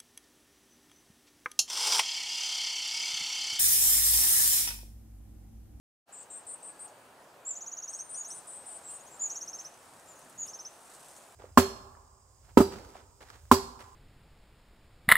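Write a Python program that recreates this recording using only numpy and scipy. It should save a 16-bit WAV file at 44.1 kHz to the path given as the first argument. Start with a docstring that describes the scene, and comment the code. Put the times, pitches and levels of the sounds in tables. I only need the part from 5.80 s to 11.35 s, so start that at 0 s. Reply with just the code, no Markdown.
"""Long-tailed tits calling in a pine

Two runs of buzzy notes from two fluttering voices, and trills of rising chips, each led by an arched note.
Thin gliding whistles, and one short slide up into an arched note, share the left side with the buzzes; fainter
trills and wavering tones come from further off. Trunks and boughs answer with spaced echoes and a decaying
noise tail. Needles rustle and crackle, and twigs tick as short noise bursts, over a soft roar of coloured
noise. A quarter second of silence comes first."""
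import sys
import numpy as np
from scipy import signal
from scipy.fft import rfft, irfft
from scipy.io import wavfile
from scipy.ndimage import uniform_filter1d

SR = 44100
rng = np.random.default_rng(int(sys.argv[2]) if len(sys.argv) > 2 else 0)


def dump(signal):
    """Clip the signal to [-1, 1] and save it as 16-bit WAV at the path in sys.argv[1]."""
    limited = np.clip(np.atleast_2d(signal).T, -1, 1)
    pcm = np.round(limited * 32767).astype(np.int16)
    wavfile.write(sys.argv[1], SR, pcm)


N = 244755
TIME = np.arange(N) / SR  # s

# colour of the rustling needles: [f/Hz, relative level per Hz/dB]
RUSTLE_COLOUR = [(2000, -8), (4500, -7), (6500, -2.5), (8500, 3), (10000, -3), (12500, -11.5), (15700, -20)]
# how strongly the needles stir: [t/s, level/dB]
STIR_LEVEL = [(.3, -74), (1.1, -69.5), (1.5, -81), (2.5, -60.5), (3.4, -61.5), (4.9, -62.5), (5.15, -56),
              (5.32, -56), (5.5, -63.5)]


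def amp(db):
    """Decibels to gain."""
    return 10 ** (np.asarray(db) / 20)


def evened(x):
    """Scales to an rms of one."""
    return x / np.sqrt(np.mean(x ** 2) + 1e-20)


def read(points, hz):
    """Reads a spectrum on a log-frequency axis."""
    f, value = np.transpose(points)
    return np.interp(np.log(hz + 1), np.log(f + 1), value)


def coloured(x, spectrum):
    """Filters a sound by a spectrum in dB."""
    gain = amp(read(spectrum, np.fft.rfftfreq(N, 1 / SR)))
    return irfft(rfft(x) * gain, N)


def level(curve):
    """Turns a curve of dB over time into a gain for every sample."""
    return amp(np.interp(TIME, *np.transpose(curve)))


def add(mix, s, sound):
    """Adds a sound into the mix at time s."""
    part = mix[round(s * SR):][:len(sound)]
    part += sound[:len(part)]


def wander(rate_hz):
    """Smooth random drift of rms one; a Gaussian low-pass thins it out above the rate."""
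    hz = np.fft.rfftfreq(N, 1 / SR)
    spectrum = rfft(rng.standard_normal(N)) * np.exp(-(hz / rate_hz) ** 2)
    return evened(irfft(spectrum, N))


def progress(length):
    """Runs from 0 to 1 over a note of the given seconds."""
    return np.linspace(0, 1, round(length * SR))


def ramp(u, share):
    """Falls from 1 to 0 over the first share of a note, then stays at 0."""
    return np.maximum(1 - u / share, 0)


def tone(hz, overtone_db):
    """One side of the syrinx: almost a sine, with a trace of its octave."""
    phase = 2 * np.pi * np.cumsum(hz) / SR
    return np.sqrt(2) * (np.sin(phase) + amp(overtone_db) * np.sin(2 * phase))


def noise(spectrum, patchy_db):
    """Coloured stereo noise with drifting patches in time and pitch; bass and top are nearly mono."""
    # likeness of the two channels: [f/Hz, left-right correlation]
    likeness = [(60, .999), (125, 1), (250, 0.99), (500, 0.93), (1000, 0.77), (2000, 0.38), (4000, 0.52),
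                (8000, 0.88), (12000, 1)]
    frames, hz = N // 256 + 5, np.fft.rfftfreq(1024, 1 / SR)
    a, b, c, d, patches = rng.standard_normal((5, frames, len(hz))).transpose(0, 2, 1)
    patches = uniform_filter1d(patches, size=14, axis=0)
    patches = evened(uniform_filter1d(patches, size=14, axis=1))
    same = np.clip(read(likeness, hz), -1, 1)[:, None]
    left = a + 1j * b
    right = same * left + np.sqrt(1 - same ** 2) * (c + 1j * d)
    z = np.array([left, right]) * amp(patchy_db * patches)
    white = signal.istft(z, nperseg=1024, noverlap=768)[1][:, :N]
    return evened(coloured(white, spectrum))


def outdoors(hiss_db=-66, crackle_db=2):
    """Distant roar, faint hiss, unevenly rustling needles and soft low thumps, all shaped from noise."""
    # colours of roar, hiss and thumps: [f/Hz, relative level per Hz/dB]
    roar_colour, hiss_colour, rumble_colour = [(15, -55), (25, -24), (122, -10.5), (215, -9.5), (354, -5.5),
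                                               (450, -5), (501, -3.5), (680, -0.5), (741, -1.5), (882, -2),
                                               (1690, -9), (2200, -15.5), (2610, -14.5), (4500, -23),
                                               (5850, -33), (9900, -120)], [(2500, -16), (4300, -3), (6000, -2), (9000, -1),
                                                            (12000, -8.5), (15700, -7.5)], [(30, -35), (70, -9), (120, -7),
                                                                          (280, -4), (500, -39)]
    # strength of the distant roar: [t/s, level/dB]
    roar_level = [(.3, -57.5), (1.1, -56), (1.6, -57), (3.5, -55), (4.1, -56.5), (4.7, -56.5), (5.5, -57)]
    # soft low thumps: [t/s at the strongest, half width/s to 1/e, level/dB]
    thumps = [(3.78, 0.15, -71), (4.15, 0.079, -64.5), (4.35, 0.09, -69), (4.59, 0.13, -66)]
    roar = level(roar_level) * noise(roar_colour, patchy_db=0.96)
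    hiss = amp(hiss_db) * noise(hiss_colour, patchy_db=2.1)
    uneven = noise(RUSTLE_COLOUR, patchy_db=1.45) * amp(crackle_db * wander(150))
    needles = level(STIR_LEVEL) * evened(uneven)
    swells = sum(amp(db) * np.exp(-((TIME - s) / width) ** 2) for s, width, db in thumps)
    return roar + hiss + needles + swells * noise(rumble_colour, patchy_db=3.0)


def crackles(spread_db=3):
    """Small ticks of the needles: random impulses with a fast decay, stronger the more the needles stir."""
    rate, decay_s, over_stir_db = 20, 0.0016, 3.5  # mean ticks per second; dB over the stirring
    strength = amp(spread_db * np.clip(rng.standard_normal(N), -2, 2))
    snaps = (rng.random(N) < rate / SR) * strength
    fading = signal.lfilter([1], [1, -np.exp(-1 / (decay_s * SR))], snaps)
    grain = evened(coloured(rng.standard_normal(N), RUSTLE_COLOUR))
    return amp(over_stir_db) * level(STIR_LEVEL) * fading * grain


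def buzzes(low_sag_hz=60, low_depth=0.97, jitter_hz=38, flutter_jitter=0.015, throb=0.21, flat_top=0.18, edge=0.21):
    """Both sides of the syrinx sing at once, each on its own pitch; a fast flutter shakes both into sidebands."""
    # buzzy notes, nominal pitch and level before flutter and throat:
    # [t/s, length/s, low voice f/Hz, low level/dB, high voice f/Hz, high level/dB, climb of both voices/Hz]
    buzz_notes = [(.318, .12, 7300, -53, 8030, -50.5, -52), (.497, .099, 7480, -51.5, 8340, -46, 302),
                  (0.663, 0.091, 7750, -50.5, 8620, -44, 142), (.823, 0.09, 7930, -50, 8610, -47.5, 140),
                  (.988, 0.079, 8070, -51, 8680, -49, 132), (2.085, .13, 8080, -52.5, 8826, -52, 81),
                  (2.288, 0.12, 8020, -51.5, 8960, -43, 170), (2.472, .13, 8000, -50, 9090, -47, 42),
                  (2.665, 0.13, 8040, -49.5, 9150, -48, 71), (2.855, 0.13, 8060, -48.5, 9140, -46.5, 30),
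                  (3.088, .092, 8120, -47.5, 8980, -49, 20)]
    # throat of the buzzing bird: [f/Hz, gain/dB]
    throat = [(5500, -16), (6800, 0), (7300, -2.5), (8950, 0), (9350, -8.5), (9800, -19), (11000, -20)]
    flutter_hz = 343  # mean rate
    easy_hz, depth_hz = 8780, 313  # at this pitch the high voice runs straight and the flutter is this deep
    depth_per_hz, arch_per_hz = 0.099, 0.25  # higher notes flutter deeper and arch; lower ones sag in the middle
    scoop_hz, scoop_s = 450, 0.00392  # each note slides in from below and drops at its end
    out, drift, shake_low, shake_high = np.zeros(N), wander(90), wander(340), wander(310)
    for s, length, low_hz, low_db, high_hz, high_db, climb_hz in buzz_notes:
        u = progress(length)
        at = round(s * SR) + np.arange(len(u))
        cycle = 2 * np.pi * np.cumsum(flutter_hz * (1 + flutter_jitter * drift[at])) / SR
        flutter = np.sin(cycle) + flat_top * np.cos(2 * cycle)
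        strain_hz = high_hz - easy_hz
        swing = (depth_hz + depth_per_hz * strain_hz) * flutter
        bow = (2 * u - 1) ** 2  # 1 at both ends, 0 in the middle
        scoop = scoop_hz * np.exp(-np.minimum(u, 1 - u) * length / scoop_s)
        glide = climb_hz * (u - .5) - scoop
        low_pitch = low_hz + glide + low_sag_hz * bow + low_depth * swing + jitter_hz * shake_low[at]
        high_pitch = high_hz + glide - arch_per_hz * strain_hz * bow + swing + jitter_hz * shake_high[at]
        low = amp(low_db) * tone(low_pitch, overtone_db=-42)
        high = amp(high_db) * tone(high_pitch, overtone_db=-40)
        throbbing = (low + high) * (1 + throb * flutter)
        add(out, s, throbbing * signal.windows.tukey(len(u), edge))
    return coloured(out, throat)


def ticks(octaves=0.32):
    """Each tick of a twig or needle is a decaying burst of noise around its own pitch."""
    # the clearest ticks: [t/s, level/dB before the decay, centre f/Hz, decay time constant/s]
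    tick_list = [(.431, -57, 6800, .005), (1.079, -56.5, 6500, .011), (3.812, -53, 2880, 0.0037),
                 (4.197, -50.5, 7610, 0.0023), (4.392, -50, 8950, .0037), (4.498, -51, 9100, .0036),
                 (4.661, -52.5, 2960, 0.0059), (4.663, -52, 8700, 0.024), (5.364, -48.5, 7350, .0047)]
    out, t = np.zeros(N), TIME[:4096]
    hz = np.fft.rfftfreq(len(t), 1 / SR) + 1
    for s, db, centre_hz, fade in tick_list:
        resonance = 1 / (1 + (np.log2(hz / centre_hz) / octaves) ** 2)
        burst = irfft(rfft(rng.standard_normal(len(t))) * resonance)
        add(out, s, amp(db) * evened(burst) * np.exp(-t / fade))
    return out


def far_calls(waver=0.0091):
    """Faint far-off tones whose pitch wavers at random, almost lost in the distant roar."""
    # far-off calls: [t/s, length/s, mean f/Hz, level/dB before the trees]
    call_notes = [(0.87, 0.18, 1680, -72), (1.02, 0.1, 847, -63.5), (1.152, 0.13, 1690, -73),
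                  (4.238, 0.23, 1303, -69), (4.621, 0.28, 1277, -70.5)]
    out, shake = np.zeros(N), wander(65)
    for s, length, hz, db in call_notes:
        pitch = hz * (1 + waver * shake[round(s * SR):][:round(length * SR)])
        add(out, s, amp(db) * tone(pitch, overtone_db=-36) * signal.windows.tukey(len(pitch), .5))
    return out


def lead(length, hz, arch, shake, hold_db=-1.5):
    """A clear note that swells as it climbs to a peak, steps down, holds and falls away."""
    # pitch course of an arched note: [share of its length, pitch factor]
    arch_course = [(0, .94), (.08, .99), (.29, 1.018), (.44, 1.055), (.56, .99), (.85, 1.003), (1, .91)]
    start_db, attack, end_db, release = -13.5, 0.32, -12.5, 0.13  # dB against the hold; times as shares of length
    u = progress(length)
    course = uniform_filter1d(np.interp(u, *np.transpose(arch_course)), size=90)
    pitch = hz * course ** arch * (1 + shake[:len(u)])
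    db = hold_db + start_db * ramp(u, attack) + end_db * ramp(1 - u, release)
    return amp(db) * tone(pitch, overtone_db=-36) * signal.windows.tukey(len(u), .08)


def chip(top_hz, swell_db, overtone_db, shake, edge=0.29):
    """A quick upward sweep, easing off towards its top pitch, then hooking down."""
    sweep_depth, sweep_share, sweep_curve = 0.19, .78, 1.364  # depth below the top pitch; share of the length
    hook_depth, hook_share = .05, 0.17
    u = progress(.029)  # length in s
    sweep = sweep_depth * ramp(u, sweep_share) ** sweep_curve
    hook = hook_depth * ramp(1 - u, hook_share) ** 2
    pitch = top_hz * (1 - sweep - hook) * (1 + shake[:len(u)])
    return amp(swell_db * (u - .5)) * tone(pitch, overtone_db) * signal.windows.tukey(len(u), edge)


def trills(lead_jitter=0.004, chip_jitter=0.01, bend=0.0028):
    """Arched notes, and paced chips whose top pitch sinks; returns the near birds and the faint far ones."""
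    # arched notes, alone or leading a trill:
    # [t/s, length/s, nominal f/Hz, nominal level/dB, exponent on the arch (height)]
    lead_notes = [(1.649, 0.083, 7320, -34.5, 1.5), (2.360, 0.071, 6730, -39.5, .4),
                  (3.034, .078, 7620, -45, 1.3), (3.293, .075, 7360, -52.5, 1), (3.393, 0.08, 6860, -31, 1),
                  (3.517, 0.077, 7140, -49, .75), (3.757, 0.062, 7130, -55, 1),
                  (4.264, 0.074, 7100, -52.5, 1), (4.576, 0.079, 6730, -36.5, .85)]
    # trills, levels before the beak: [t/s, number of chips, chip spacing/s, chips before the bird hesitates or 0,
    # first f/Hz, last f/Hz, first level/dB, last level/dB, swell within a chip/dB, octave overtone/dB]
    trill_list = [(1.751, 9, 0.054, 0, 6990, 6470, -42.5, -39, 7.5, -27),
                  (2.443, 2, .054, 0, 6600, 6260, -42, -41.5, 2, -21.5),
                  (3.135, 3, 0.053, 2, 7170, 6680, -57.5, -57, 15, -30),
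                  (3.496, 7, 0.056, 3, 6670, 6240, -37.5, -42.5, -1.5, -25.5),
                  (4.351, 2, .051, 0, 6750, 6500, -61, -62, 3, -30),
                  (4.675, 4, .0562, 0, 6370, 6250, -44, -42, -1, -30)]
    # beak of the trilling birds: [f/Hz, gain/dB]
    beak = [(4500, -10), (6000, -0.5), (12400, -2), (13200, -9), (14000, -12)]
    far_below_db = -47  # notes weaker than this come from the birds further off
    hesitation_s, last_late_s = .0092, .004  # the closing chip of a trill lags
    plateau = 0.69  # pitch falls most at the two ends of a trill: 0 = evenly, 1 = level in the middle
    swell_loss_db = 6.5  # from first chip to last, the weight moves towards the start of the chip
    out, shake = np.zeros((2, N)), wander(200)
    bent = chip_jitter * shake + bend * wander(40)
    for s, length, hz, db, arch in lead_notes:
        note = lead(length, hz, arch, lead_jitter * shake[round(s * SR):])
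        add(out[int(db < far_below_db)], s, amp(db) * note)
    for start, count, gap, hesitates, first_hz, last_hz, first_db, last_db, swell_db, overtone_db in trill_list:
        for k, place in enumerate(np.linspace(-1, 1, round(count))):
            pause = hesitation_s * (0 < round(hesitates) <= k)
            s = start + k * gap + pause + last_late_s * (place == 1)
            fall = (1 - plateau) * place + plateau * place ** 3
            hz = np.interp(fall, [-1, 1], [first_hz, last_hz])
            db = np.interp(place, [-1, 1], [first_db, last_db])
            swell = swell_db - swell_loss_db * place / 2
            note = chip(hz, swell, overtone_db, bent[round(s * SR):])
            add(out[int(db < far_below_db)], s, amp(db) * note)
    return [coloured(birds, beak) for birds in out]


def thin_glides(jitter_hz=18):
    """Thin near-sine tones that swell and fade: gliding whistles, and one short slide up into an arched note."""
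    # gliding whistles, and at 2.339 s the short upward slide into the arched note at 2.36 s:
    # [t/s, length/s, starting f/Hz, glide/Hz, level/dB before the trees]
    glide_notes = [(2.174, .2, 8950, -120, -58), (2.339, 0.032, 5700, 1050, -46.5),
                   (2.56, 0.6, 8750, -85, -67), (2.72, 0.19, 8270, -170, -54.5),
                   (2.902, 0.43, 8150, -50, -62), (3.307, .28, 8130, -220, -63)]
    out, shake = np.zeros(N), wander(80)
    for s, length, hz, glide_hz, db in glide_notes:
        u = progress(length)
        pitch = hz + glide_hz * u ** 2 + jitter_hz * shake[round(s * SR):][:len(u)]  # glides ever faster
        add(out, s, amp(db) * tone(pitch, overtone_db=-35) * signal.windows.tukey(len(u), .5))
    return out


def among_trees(x, left_db, lead_turns, bough_db, wood_db, t60):
    """The direct call, its near echoes, and a diffuse tail scattered by the wood."""
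    # echoes off trunk and boughs: [delay t/s, level/dB before bough_db]
    boughs = [(.0031, -11.5), (.0074, -9.5), (0.0107, -14), (.0143, -9.5), (.0225, -20), (.031, -29)]
    # colour of what the wood throws back: [f/Hz, gain/dB]
    scatter_colour = [(4500, -8), (5600, -6), (6400, -1), (9000, 0), (14000, -9)]
    near, thrown = x.copy(), coloured(x, scatter_colour)
    for delay, db in boughs:
        add(near, delay, amp(db + bough_db) * thrown)
    turn = np.exp(2j * np.pi * lead_turns)  # phase lead of the left channel, in turns
    left = amp(left_db / 2) * (signal.hilbert(near) * turn).real
    pair = np.array([left, amp(-left_db / 2) * near])
    t = TIME[:SR]
    scatter = rng.standard_normal(SR) + 0.94 * rng.standard_normal((2, SR))  # partly shared by both channels
    tail = scatter * amp(-60 * t / t60) * (1 - np.exp(-t / 0.004))
    tail = tail / np.linalg.norm(tail[0])
    return pair + amp(wood_db) * signal.fftconvolve(thrown[None], tail, axes=1)[:, :N]


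def scene():
    """A buzzing bird to the left, trilling birds ahead and further off, and the wood around them."""
    near_birds, far_birds = trills()
    front = near_birds + ticks() + crackles()
    distant = amp(-2.5) * far_birds + far_calls()
    side = buzzes() + thin_glides()
    ahead = among_trees(front, left_db=-0.2, lead_turns=0.03, bough_db=2.0, wood_db=-9, t60=0.42)
    behind = among_trees(distant, left_db=5.5, lead_turns=.01, bough_db=3, wood_db=-6, t60=0.39)
    left = among_trees(side, left_db=3.5, lead_turns=-0.046, bough_db=-0.5, wood_db=-10.5, t60=0.51)
    return ahead + behind + left + outdoors()


def record(dry):
    """A quick fade-in after the opening silence, then a steep low-pass."""
    edge_hz = 15690
    opening = np.clip((TIME - .255) / 0.04, 0, 1) ** 2
    low_pass = signal.firwin(701, edge_hz, window=("kaiser", 9), fs=SR)
    return signal.oaconvolve(dry * opening, low_pass[None], "same")


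dry = scene()
out = record(dry)
dump(out)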